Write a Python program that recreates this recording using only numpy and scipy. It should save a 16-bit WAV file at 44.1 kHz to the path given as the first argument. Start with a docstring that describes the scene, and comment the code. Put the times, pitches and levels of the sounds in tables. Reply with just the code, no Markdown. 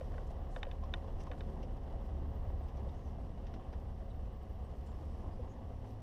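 """A dirt track at dusk, heard from above the cab roof of a creeping four-wheel-drive.
The engine turns just over idle; its firing rate sets a faint gear whine and the hum of the roof.
Rough ground drives the body into a low rumble, ruts set it bouncing and the tyres crunch on grit.
Close by, impacts ring the damped modes of a buckle and of the load, and a strap rustles by friction.
A cricket chirps faintly in the grass, and a thin sizzle flutters at the top of hearing."""
import sys
import numpy as np
from scipy import signal
from scipy.fft import rfft, irfft
from scipy.io import wavfile
from scipy.ndimage import uniform_filter1d, map_coordinates

SR = 44100
rng = np.random.default_rng(int(sys.argv[2]) if len(sys.argv) > 2 else 0)


def wrap_up_sound(samples):
    """Save the sound to the file named by the first command line argument, as 16-bit audio."""
    columns = np.atleast_2d(samples).T
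    # keep every value between -1 and 1, then stretch to whole-number steps
    tamed = np.clip(columns, -1, 1)
    steps = np.round(tamed * 32767).astype(np.int16)
    wavfile.write(sys.argv[1], SR, steps)


N = 265480
TIME = np.arange(N) / SR

# impacts that ring the buckle, the rows from 3.468 s on being flung stones striking it: (time [s], relative
# level [dB], low-mode boost [dB], high-mode boost [dB])
BUCKLE_IMPACTS = [(.0095, -46, 3, -7), (.141, -51, 9, -8), (.1798, -46, 14, -8), (0.5618, -38.5, 9.5, 0.5),
                  (.568, -55, 9, -8), (.630, -27.8, -4, 0), (0.651, -45, 3, -13), (.667, -49, 4, -10),
                  (.713, -38, -4, 0), (0.9381, -28, 2.5, 6.5), (1.3144, -38.5, 4.5, -3),
                  (1.319, -49, -3, -4), (1.333, -51, 10, -6), (1.4066, -37, 0, 0), (3.468, -52, -1, -2),
                  (3.5392, -52.5, 5, -1), (3.735, -59, 17, -4)]


def from_db(db):
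    """Amplitude ratio of a level in decibels."""
    return 10 ** (np.asarray(db) / 20)


def rms_one(x):
    """Normalisation to an rms of 1."""
    return x / np.sqrt(np.mean(x ** 2) + 1e-20)


def in_time(rows):
    """Linear interpolation of each column after the time, at every sample."""
    times, *columns = np.transpose(rows)
    return [np.interp(TIME, times, column) for column in columns]


def drift(rate_hz):
    """Random fluctuation: low-passed noise with an rms of about 1."""
    step, settling = 40, 2000
    pole = np.exp(-2 * np.pi * rate_hz * step / SR)
    white = rng.standard_normal(N // step + settling + 2)
    slow = signal.lfilter([1], [1, -2 * pole, pole * pole], white)[settling:]
    return np.interp(np.arange(N) / step, np.arange(len(slow)), rms_one(slow))


def colour(x, spectrum):
    """Spectral shaping, with a further 12 dB per octave of roll-off past each end; rms 1."""
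    hz, db = np.transpose(spectrum)
    bin_hz = np.maximum(np.arange(N // 2 + 1) * SR / N, 1)
    roll_off = np.minimum(bin_hz / hz[0], 1) ** 2 * np.minimum(hz[-1] / bin_hz, 1) ** 2
    gain = from_db(np.interp(np.log(bin_hz), np.log(hz), db))
    return rms_one(irfft(rfft(x) * roll_off * gain, N))


def noise(spectrum):
    """Coloured Gaussian noise, rms 1."""
    return colour(rng.standard_normal(N), spectrum)


def steady(x, span_s):
    """Division by the running rms evens out slow swells."""
    return x / np.sqrt(uniform_filter1d(x ** 2, int(span_s * SR)) + 1e-9)


def ring(impulses, hz, t60):
    """Damped oscillator: each impulse starts a sine that falls 60 dB in t60 seconds."""
    decay, angle = from_db(-60 / (t60 * SR)), 2 * np.pi * hz / SR
    return signal.lfilter([0, np.sin(angle)], [1, -2 * decay * np.cos(angle), decay**2], impulses + 1e-18)


def strikes(times, gains):
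    """One impulse at each time."""
    out = np.zeros(N)
    out[np.clip((np.asarray(times) * SR).astype(int), 0, N - 1)] = gains
    return out


def fade(impulses, t60):
    """Exponential decay: each impulse opens an envelope that falls 60 dB in t60 seconds."""
    return signal.lfilter([1], [1, -from_db(-60 / (t60 * SR))], impulses + 1e-18)


def grains(per_s, spread_db):
    """Poisson process of clicks, many small and a few large; rms 1."""
    sizes = from_db(spread_db * np.minimum(rng.exponential(1, N), 5))
    return rms_one((rng.random(N) < per_s / SR) * sizes * rng.choice([-1, 1], N))


def swells(rows):
    """Rise in dB at every sample: a Gaussian curve for each event."""
    return sum(db * np.exp(-(2 * (TIME - s) / length) ** 2) for s, length, db in rows)


def bells(rows):
    """Gain at every sample: a flat-topped bell rising out of silence for each event."""
    return sum(from_db(db) * np.exp(-(2 * (TIME - s) / length) ** 4 / 2) for s, length, db in rows)


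def engine(firings, waver_db, overtone_waver_db, overtone_db, load_share):
    """Periodic excitation: the firing note and overtones follow one crankshaft and grow with load."""
    # firing note under load: (time [s], level [dB])
    load = [(0, -43), (1.1, -47), (1.55, -45), (2.15, -47), (2.8, -52.5), (6.02, -61.5)]
    # engine and gear overtones: (frequency [multiple of the firing rate], relative level [dB])
    overtones = [(4, -64.5), (6, -63), (7, -70.5), (10.2, -70.5), (12, -67.5), (15, -64), (18.4, -69.5),
                 (20.8, -67.5)]
    note_db, = in_time(load)
    effort_db = note_db - note_db.mean()
    out = from_db(note_db + waver_db * drift(7.8)) * np.sin(2 * np.pi * firings + 0.21 * drift(5.4))
    for multiple, db in overtones:
        phase = 2 * np.pi * (multiple * firings + rng.random()) + 0.61 * drift(4.36)
        gain = from_db(db + overtone_db + load_share * effort_db + overtone_waver_db * drift(14))
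        out += gain * np.sin(phase)
    return np.sqrt(2) * out


def roof(firings, hum_db, waver_db):
    """Forced vibration: the roof hums at three times the firing rate; panels resonate on overtones."""
    # panel resonances: (time [s], duration [s], frequency [multiple of the firing rate], level [dB])
    resonances = [(0.14, .4, 4, -64.5), (5.88, 0.23, 3, -53.5), (5.6, 0.92, 7.1, -63)]
    phase = 2 * np.pi * firings
    out = from_db(hum_db + waver_db * drift(10)) * np.sin(3 * phase)
    for s, length, multiple, db in resonances:
        out += bells([(s, length, db)]) * from_db(waver_db * drift(10)) * np.sin(multiple * phase)
    return np.sqrt(2) * out


def rasp(firings, level_db, pulse_depth):
    """Amplitude modulation: the engine's thin metallic rasp pulses at the firing rate."""
    # swells of the rasp: (time [s], duration [s], rise [dB])
    surges = [(3.5, 0.54, 6.5), (4.4, 0.45, 6.5)]
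    # rasp spectrum: (frequency [Hz], relative density [dB])
    spectrum = [(2400, -13.5), (2950, -2.5), (3500, -24)]
    pulsing = 1 + pulse_depth * np.cos(2 * np.pi * firings)
    return from_db(level_db + swells(surges)) * pulsing * noise(spectrum)


def drone(waver_db, wander_hz):
    """Slow modulation: a low pure tone swells and bends as the vehicle works over the track."""
    # course of the drone: (time [s], frequency [Hz], level [dB])
    course = [(0, 73.5, -50.5), (.65, 72, -52), (.85, 71.54, -42), (1.08, 77.1, -48.5), (1.42, 79, -45),
              (1.62, 74, -54.5), (2.0, 70, -54), (2.24, 71.5, -37.5), (2.42, 77.06, -49), (2.56, 72.3, -45),
              (2.85, 68.1, -50.5), (3.08, 71.73, -49.5), (3.4, 72.55, -55.5), (3.85, 71.5, -46),
              (4.2, 72, -55), (5.0, 70, -46.5), (6.02, 72, -59)]
    hz, db = in_time(course)
    cycles = np.cumsum(hz + wander_hz * drift(4.1)) / SR
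    return np.sqrt(2) * from_db(db + waver_db * drift(9.3)) * np.sin(2 * np.pi * cycles)


def track(firings, rumble_db, panel_db, tyre_db, grit_db, rocking_db, clatter_depth):
    """Random excitation: rough ground rocks the body and shakes panels; tyres roar and crush grit."""
    # relative levels of the ride: (time [s], body rumble [dB], panel drumming [dB], tyre roar [dB])
    ride = [(0, -44.5, -54.5, -57), (.9, -44.5, -52.5, -55.5), (1.5, -47.5, -48, -56),
            (2.3, -41.5, -52.5, -56), (2.8, -45, -51.5, -56), (3.2, -46.5, -48.5, -58),
            (3.75, -45, -52.5, -57.5), (4.5, -44.5, -53.5, -59.5), (5.25, -44.5, -50.5, -57.5),
            (6.02, -49, -54, -59.5)]
    # spectra of the four noises: (frequency [Hz], relative density [dB])
    body_spectrum = [(12, -12), (22, 2.5), (36, -3), (46, -2), (60, 3.5), (75, -3), (95, -3.5),
                     (125, -19.5), (200, -36)]
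    panel_spectrum = [(70, -10.5), (105, 0), (140, 0.5), (210, -2.5), (290, -8.5), (400, -11.5), (600, -50)]
    tyre_spectrum = [(250, -1), (400, 0), (520, 4), (600, 0), (720, 3), (900, -3), (1100, -4.5),
                     (1370, -16), (1650, -16.5), (1950, -16), (2350, -27.5), (2900, -20.5), (3800, -29),
                     (6000, -41)]
    grit_spectrum = [(2000, 4.5), (3200, 2.5), (4000, 0), (4800, 1), (5600, 3), (6600, -5.5), (9000, -7),
                     (12500, -8.5), (15000, -20)]
    # panels shudder as the body twists: (time [s], duration [s], rise [dB])
    shudders = [(2.24, 0.27, 6), (2.86, 0.14, 5), (3.55, 0.14, 2.5)]
    # patches of loose grit: (time [s], duration [s], rise [dB])
    loose_patches = [(.1, 0.38, 4.5), (1.25, 0.98, 2.5), (2.9, 0.44, 2), (5.05, 0.66, 3.5),
                     (5.89, 0.088, 5)]
    body_db, drumming_db, roar_db = in_time(ride)
    rocking = from_db(body_db + rumble_db + rocking_db * drift(5.1))
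    rumble = rocking * steady(noise(body_spectrum), span_s=0.12)
    drumming = from_db(drumming_db + panel_db + swells(shudders))
    panels = drumming * steady(noise(panel_spectrum), span_s=0.1)
    crunch = colour(rng.standard_normal(N) + 0.6 * grains(per_s=700, spread_db=2), tyre_spectrum)
    clatter = 1 + clatter_depth * np.cos(2 * np.pi * firings)   # each firing swells the roar
    tyres = from_db(roar_db + tyre_db + 1.1 * drift(30)) * crunch * clatter
    gravel = colour(rng.standard_normal(N) + 0.51 * grains(per_s=640, spread_db=3.5), grit_spectrum)
    grit = from_db(grit_db + swells(loose_patches) + 0.5 * drift(11)) * gravel
    return rumble + panels + tyres + grit


def sizzle(flutter_db, flutter_hz):
    """Random amplitude modulation: a faint band of noise flutters at the top of hearing."""
    # course of the sizzle: (time [s], level [dB])
    course = [(0, -91), (.75, -90), (1.4, -99), (2.4, -85), (3.3, -100), (4.0, -90), (4.7, -87),
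              (5.3, -103), (6.02, -89)]
    # sizzle spectrum: (frequency [Hz], relative density [dB])
    spectrum = [(13300, -39), (14300, 2), (15100, 1), (16000, -36)]
    level_db, = in_time(course)
    flutter = rms_one(from_db(flutter_db * np.tanh(drift(flutter_hz))))
    return from_db(level_db) * flutter * noise(spectrum)


def buckle_ring(gain_db, contact_s, rough_hz):
    """Modal vibration: a brief contact excites each mode; where it lands weights low and high modes."""
    # buckle modes: (frequency [Hz], relative level [dB], 60 dB decay time [s])
    modes = [(1066, -15.5, 0.038), (1426, -14, 0.026), (1656, -13, 0.014), (1874, -17, 0.042),
             (2319, -10, 0.0094), (2630, -19, 0.022), (2994, -19.5, 0.041), (3630, -6, 0.012),
             (5920, -32.5, 0.014)]
    times, db, low_db, high_db = np.transpose(BUCKLE_IMPACTS)
    push = np.hanning(int(contact_s * SR))
    last_hit = np.maximum.accumulate(np.where(strikes(times, 1) > 0, np.arange(N), 0))
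    out = np.zeros(N)
    for k, (hz, mode_db, t60) in enumerate(modes):
        lowness = np.interp(hz, [1700, 2650], [1, 0]) ** 2
        highness = np.interp(hz, [2650, 3600], [0, 1]) ** 2
        hits = strikes(times, from_db(db + gain_db + mode_db + lowness * low_db + highness * high_db))
        envelope = fade(np.convolve(hits, push / push.sum())[:N], t60)
        cycles = np.cumsum(hz + rough_hz * drift(110)) / SR   # loose parts chatter, roughening the pitch
        out += (-1) ** k * envelope * np.sin(2 * np.pi * (cycles - cycles[last_hit]))
    return out


def buckle_crack(gain_db, t60, rise_t60):
    """Contact transient: each buckle click opens with a very short broadband burst."""
    # contact spectrum: (frequency [Hz], relative density [dB])
    spectrum = [(700, -23), (1500, 20), (3800, 2.5), (4600, -1), (5900, -6), (6600, -14), (10000, -22),
                (14000, -52)]
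    times, db = np.transpose(BUCKLE_IMPACTS)[:2]
    hits = strikes(times, from_db(db + gain_db))
    return (fade(hits, t60) - fade(hits, rise_t60)) * noise(spectrum)


def load_knocks(gain_db, falloff_db_per_octave):
    """Selective excitation: the load bumps the body, and the point of impact favours nearby pitches."""
    # dull knocks: (time [s], relative level [dB], favoured frequency [Hz])
    impacts = [(0.01, -32, 581), (.148, -39, 564), (.1795, -41.5, 720), (.186, -40, 574), (.307, -40, 696),
               (0.564, -31, 603), (.6315, -36.5, 820), (.6675, -33.5, 563), (.836, -43.5, 1060),
               (0.941, -38, 690), (1.044, -44.5, 999), (1.272, -44, 1050), (1.301, -35.5, 538),
               (1.319, -41, 680), (1.566, -42, 870), (1.635, -37.5, 573), (1.936, -42.5, 690),
               (2.78, -40.5, 703), (2.866, -39.5, 554), (3.157, -46, 800), (3.185, -42, 710),
               (3.239, -51, 560), (3.398, -59, 487), (3.733, -48, 770), (4.255, -54, 550),
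               (5.291, -45, 694), (5.394, -40, 490), (5.709, -42, 600)]
    # modes of the load: (frequency [Hz], relative level [dB], 60 dB decay time [s])
    modes = [(495, 3, 0.096), (558, 3, 0.033), (687, 3.5, 0.031), (833, 0.5, 0.044), (1049, 3, 0.054)]
    times, db, favoured_hz = np.transpose(impacts)
    out = np.zeros(N)
    for k, (hz, mode_db, t60) in enumerate(modes):
        octaves_away = np.abs(np.log2(hz / favoured_hz))
        strength = from_db(db + gain_db + mode_db - falloff_db_per_octave * octaves_away)
        out += (-1) ** k * ring(strikes(times, strength), hz, t60)
    return out


def strap_scratches(snags_per_s, spread_db):
    """Sliding friction: webbing drags over an edge in a dense run of tiny snags."""
    # drags of the strap: (time [s], duration [s], level [dB])
    drags = [(.275, .014, -76), (.311, 0.014, -74), (.554, 0.088, -75), (1.208, .022, -76),
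             (1.237, 0.01, -72), (1.39, .012, -75), (4.87, .014, -73)]
    # friction spectrum: (frequency [Hz], relative density [dB])
    spectrum = [(3000, 1), (5800, 6.5), (8000, 4), (10000, -0.5), (13000, -12)]
    return bells(drags) * colour(grains(snags_per_s, spread_db), spectrum)


def stones(gain_db, t60):
    """Impact noise: flung stones strike the underside with short, bright ticks."""
    # stone impacts: (time [s], relative level [dB])
    impacts = [(0.306, -70), (0.837, -65.5), (1.205, -62), (1.268, -66), (1.629, -62), (2.683, -66),
               (2.77, -66.5), (2.888, -69), (3.467, -64), (3.539, -62), (3.729, -66), (4.87, -80),
               (5.419, -73)]
    # tick spectrum: (frequency [Hz], relative density [dB])
    spectrum = [(900, -4), (1800, 12), (3200, 15), (4500, 5.5), (5700, 11.5), (7000, -10), (12000, -12),
                (15000, -19)]
    times, db = np.transpose(impacts)
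    return fade(strikes(times, from_db(db + gain_db)), t60) * noise(spectrum)


def ruts(gain_db, t60, rise_t60):
    """Damped free vibration: each rut sets the body bouncing; the springs soften the onset."""
    # jolts of the body: (time [s], relative level [dB], bounce frequency [Hz])
    jolts = [(1.136, -25.5, 21.7), (1.252, -39, 58), (1.72, -29, 60), (1.901, -35, 37.64),
             (2.278, -24.5, 35.46), (2.481, -26.5, 55), (2.831, -28.5, 54), (3.051, -30.5, 69),
             (3.205, -30, 48.9), (3.38, -31, 51.9), (3.989, -36, 56.5), (4.224, -33, 50.8),
             (4.965, -28, 72.2), (5.405, -27.5, 72), (5.821, -33, 56.1)]
    impulses = [(strikes([s], from_db(db + gain_db)), hz) for s, db, hz in jolts]
    return sum(ring(impulse, hz, t60) - ring(impulse, hz, rise_t60) for impulse, hz in impulses)


def strap_squeaks(gain_db):
    """Narrow-band friction noise: taut webbing slips, and the pitch follows the sliding speed."""
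    # slips: (time [s], duration [s], centre frequency [Hz], half-width [fraction of centre],
    # glide [octaves/s], relative level [dB])
    slips = [(1.216, .045, 5700, .08, 0, -70), (2.897, 0.013, 3600, .04, 0, -69),
             (2.982, 0.092, 6400, .06, 1, -82), (3.075, .085, 5900, .025, -3, -78),
             (4.109, .018, 3770, .05, .11, -71), (4.9, 0.07, 7223, .04, 0, -80),
             (5.334, .085, 4905, .012, -2, -80), (5.509, 0.055, 6550, .05, .14, -74.5)]
    out = np.zeros(N)
    for s, length, hz, width, glide, db in slips:
        edge = 1 + width
        band = signal.butter(2, [hz / edge, hz * edge], "band", fs=SR, output="sos")
        fibres = rms_one(signal.sosfilt(band, rng.standard_normal(SR)))
        near = np.flatnonzero(np.abs(TIME - s) < 2 * length)
        position = np.cumsum(2 ** (glide * (TIME[near] - s)))
        envelope = np.exp(-(2 * (TIME[near] - s) / length) ** 2)
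        out[near] += from_db(db + gain_db) * envelope * map_coordinates(fibres, [position])
    return out


def cricket(pitch_hz, chirps_per_s, level_db, uneven_db, from_s, to_s, fade_s):
    """Pulse modulation: a nearly pure tone chirps unevenly, fading in and out as the cricket is passed."""
    cycles = np.cumsum(chirps_per_s * (1 + 0.054 * drift(4.4))) / SR
    chirps = np.maximum(np.sin(2 * np.pi * cycles), 0) ** 2 * from_db(uneven_db * drift(6))
    tone = np.sin(2 * np.pi * np.cumsum(pitch_hz + 80 * drift(150)) / SR)
    nearness = np.clip(np.minimum(TIME - from_s, to_s - TIME) / fade_s, 0, 1)
    return np.sqrt(2) * from_db(level_db) * nearness * chirps * tone


def load_rattles(contacts_per_s, spread_db):
    """Shot noise: the shifting load chatters in a quick, uneven run of small contacts."""
    # shifts of the load: (time [s], duration [s], level [dB])
    shifts = [(2.85, 0.082, -58.5), (3.74, 0.029, -52.5), (4.71, 0.075, -61), (5.25, 0.11, -58),
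              (5.455, 0.056, -60), (5.715, 0.02, -61)]
    # rattle spectrum: (frequency [Hz], relative density [dB])
    spectrum = [(330, 7.5), (540, -4.5), (820, 0.5), (1100, -2), (1400, -21), (1900, -24)]
    return bells(shifts) * colour(grains(contacts_per_s, spread_db), spectrum)


def scene():
    """Superposition: the vehicle, its cargo and the roadside add in one channel."""
    # engine speed, as the pitch of the gear whine: (time [s], frequency [Hz])
    whine = [(0, 531.5), (.7, 545), (2.3, 549.1), (3.6, 551.6), (4.4, 537), (6.02, 536.3)]
    whine_hz, = in_time(whine)
    firings = np.cumsum(whine_hz / 15) / SR   # running count; 15 cycles of whine to a firing
    vehicle = engine(firings, waver_db=1, overtone_waver_db=0.6, overtone_db=-1.4, load_share=0.23)
    vehicle += roof(firings, hum_db=-61, waver_db=0.5)
    vehicle += rasp(firings, level_db=-88, pulse_depth=0.32)
    vehicle += drone(waver_db=0.1, wander_hz=0.53)
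    ground = track(firings, rumble_db=-0.5, panel_db=-2.5, tyre_db=0.33, grit_db=-79,
                   rocking_db=1.3, clatter_depth=0.085)
    ground += stones(gain_db=0.5, t60=0.089)
    ground += ruts(gain_db=-5.5, t60=0.35, rise_t60=0.05)
    cargo = buckle_ring(gain_db=-2, contact_s=0.0022, rough_hz=40.3)
    cargo += buckle_crack(gain_db=-13, t60=0.025, rise_t60=0.0015)
    cargo += load_knocks(gain_db=-4, falloff_db_per_octave=38.5)
    cargo += load_rattles(contacts_per_s=400, spread_db=2.5)
    cargo += strap_squeaks(gain_db=-3.5)
    cargo += strap_scratches(snags_per_s=2500, spread_db=1)
    air = cricket(pitch_hz=8480, chirps_per_s=8.8, level_db=-92, uneven_db=3,
                  from_s=1.3, to_s=5.6, fade_s=0.2)
    air += sizzle(flutter_db=9, flutter_hz=28)
    return (vehicle + ground + cargo + air)[None]


def record(dry):
    """Band limiting: an elliptic low-pass filter cuts steeply above 15.3 kHz."""
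    return signal.sosfilt(signal.ellip(10, 0.1, 80, 15300, fs=SR, output="sos"), dry)


dry = scene()
out = record(dry)
wrap_up_sound(out)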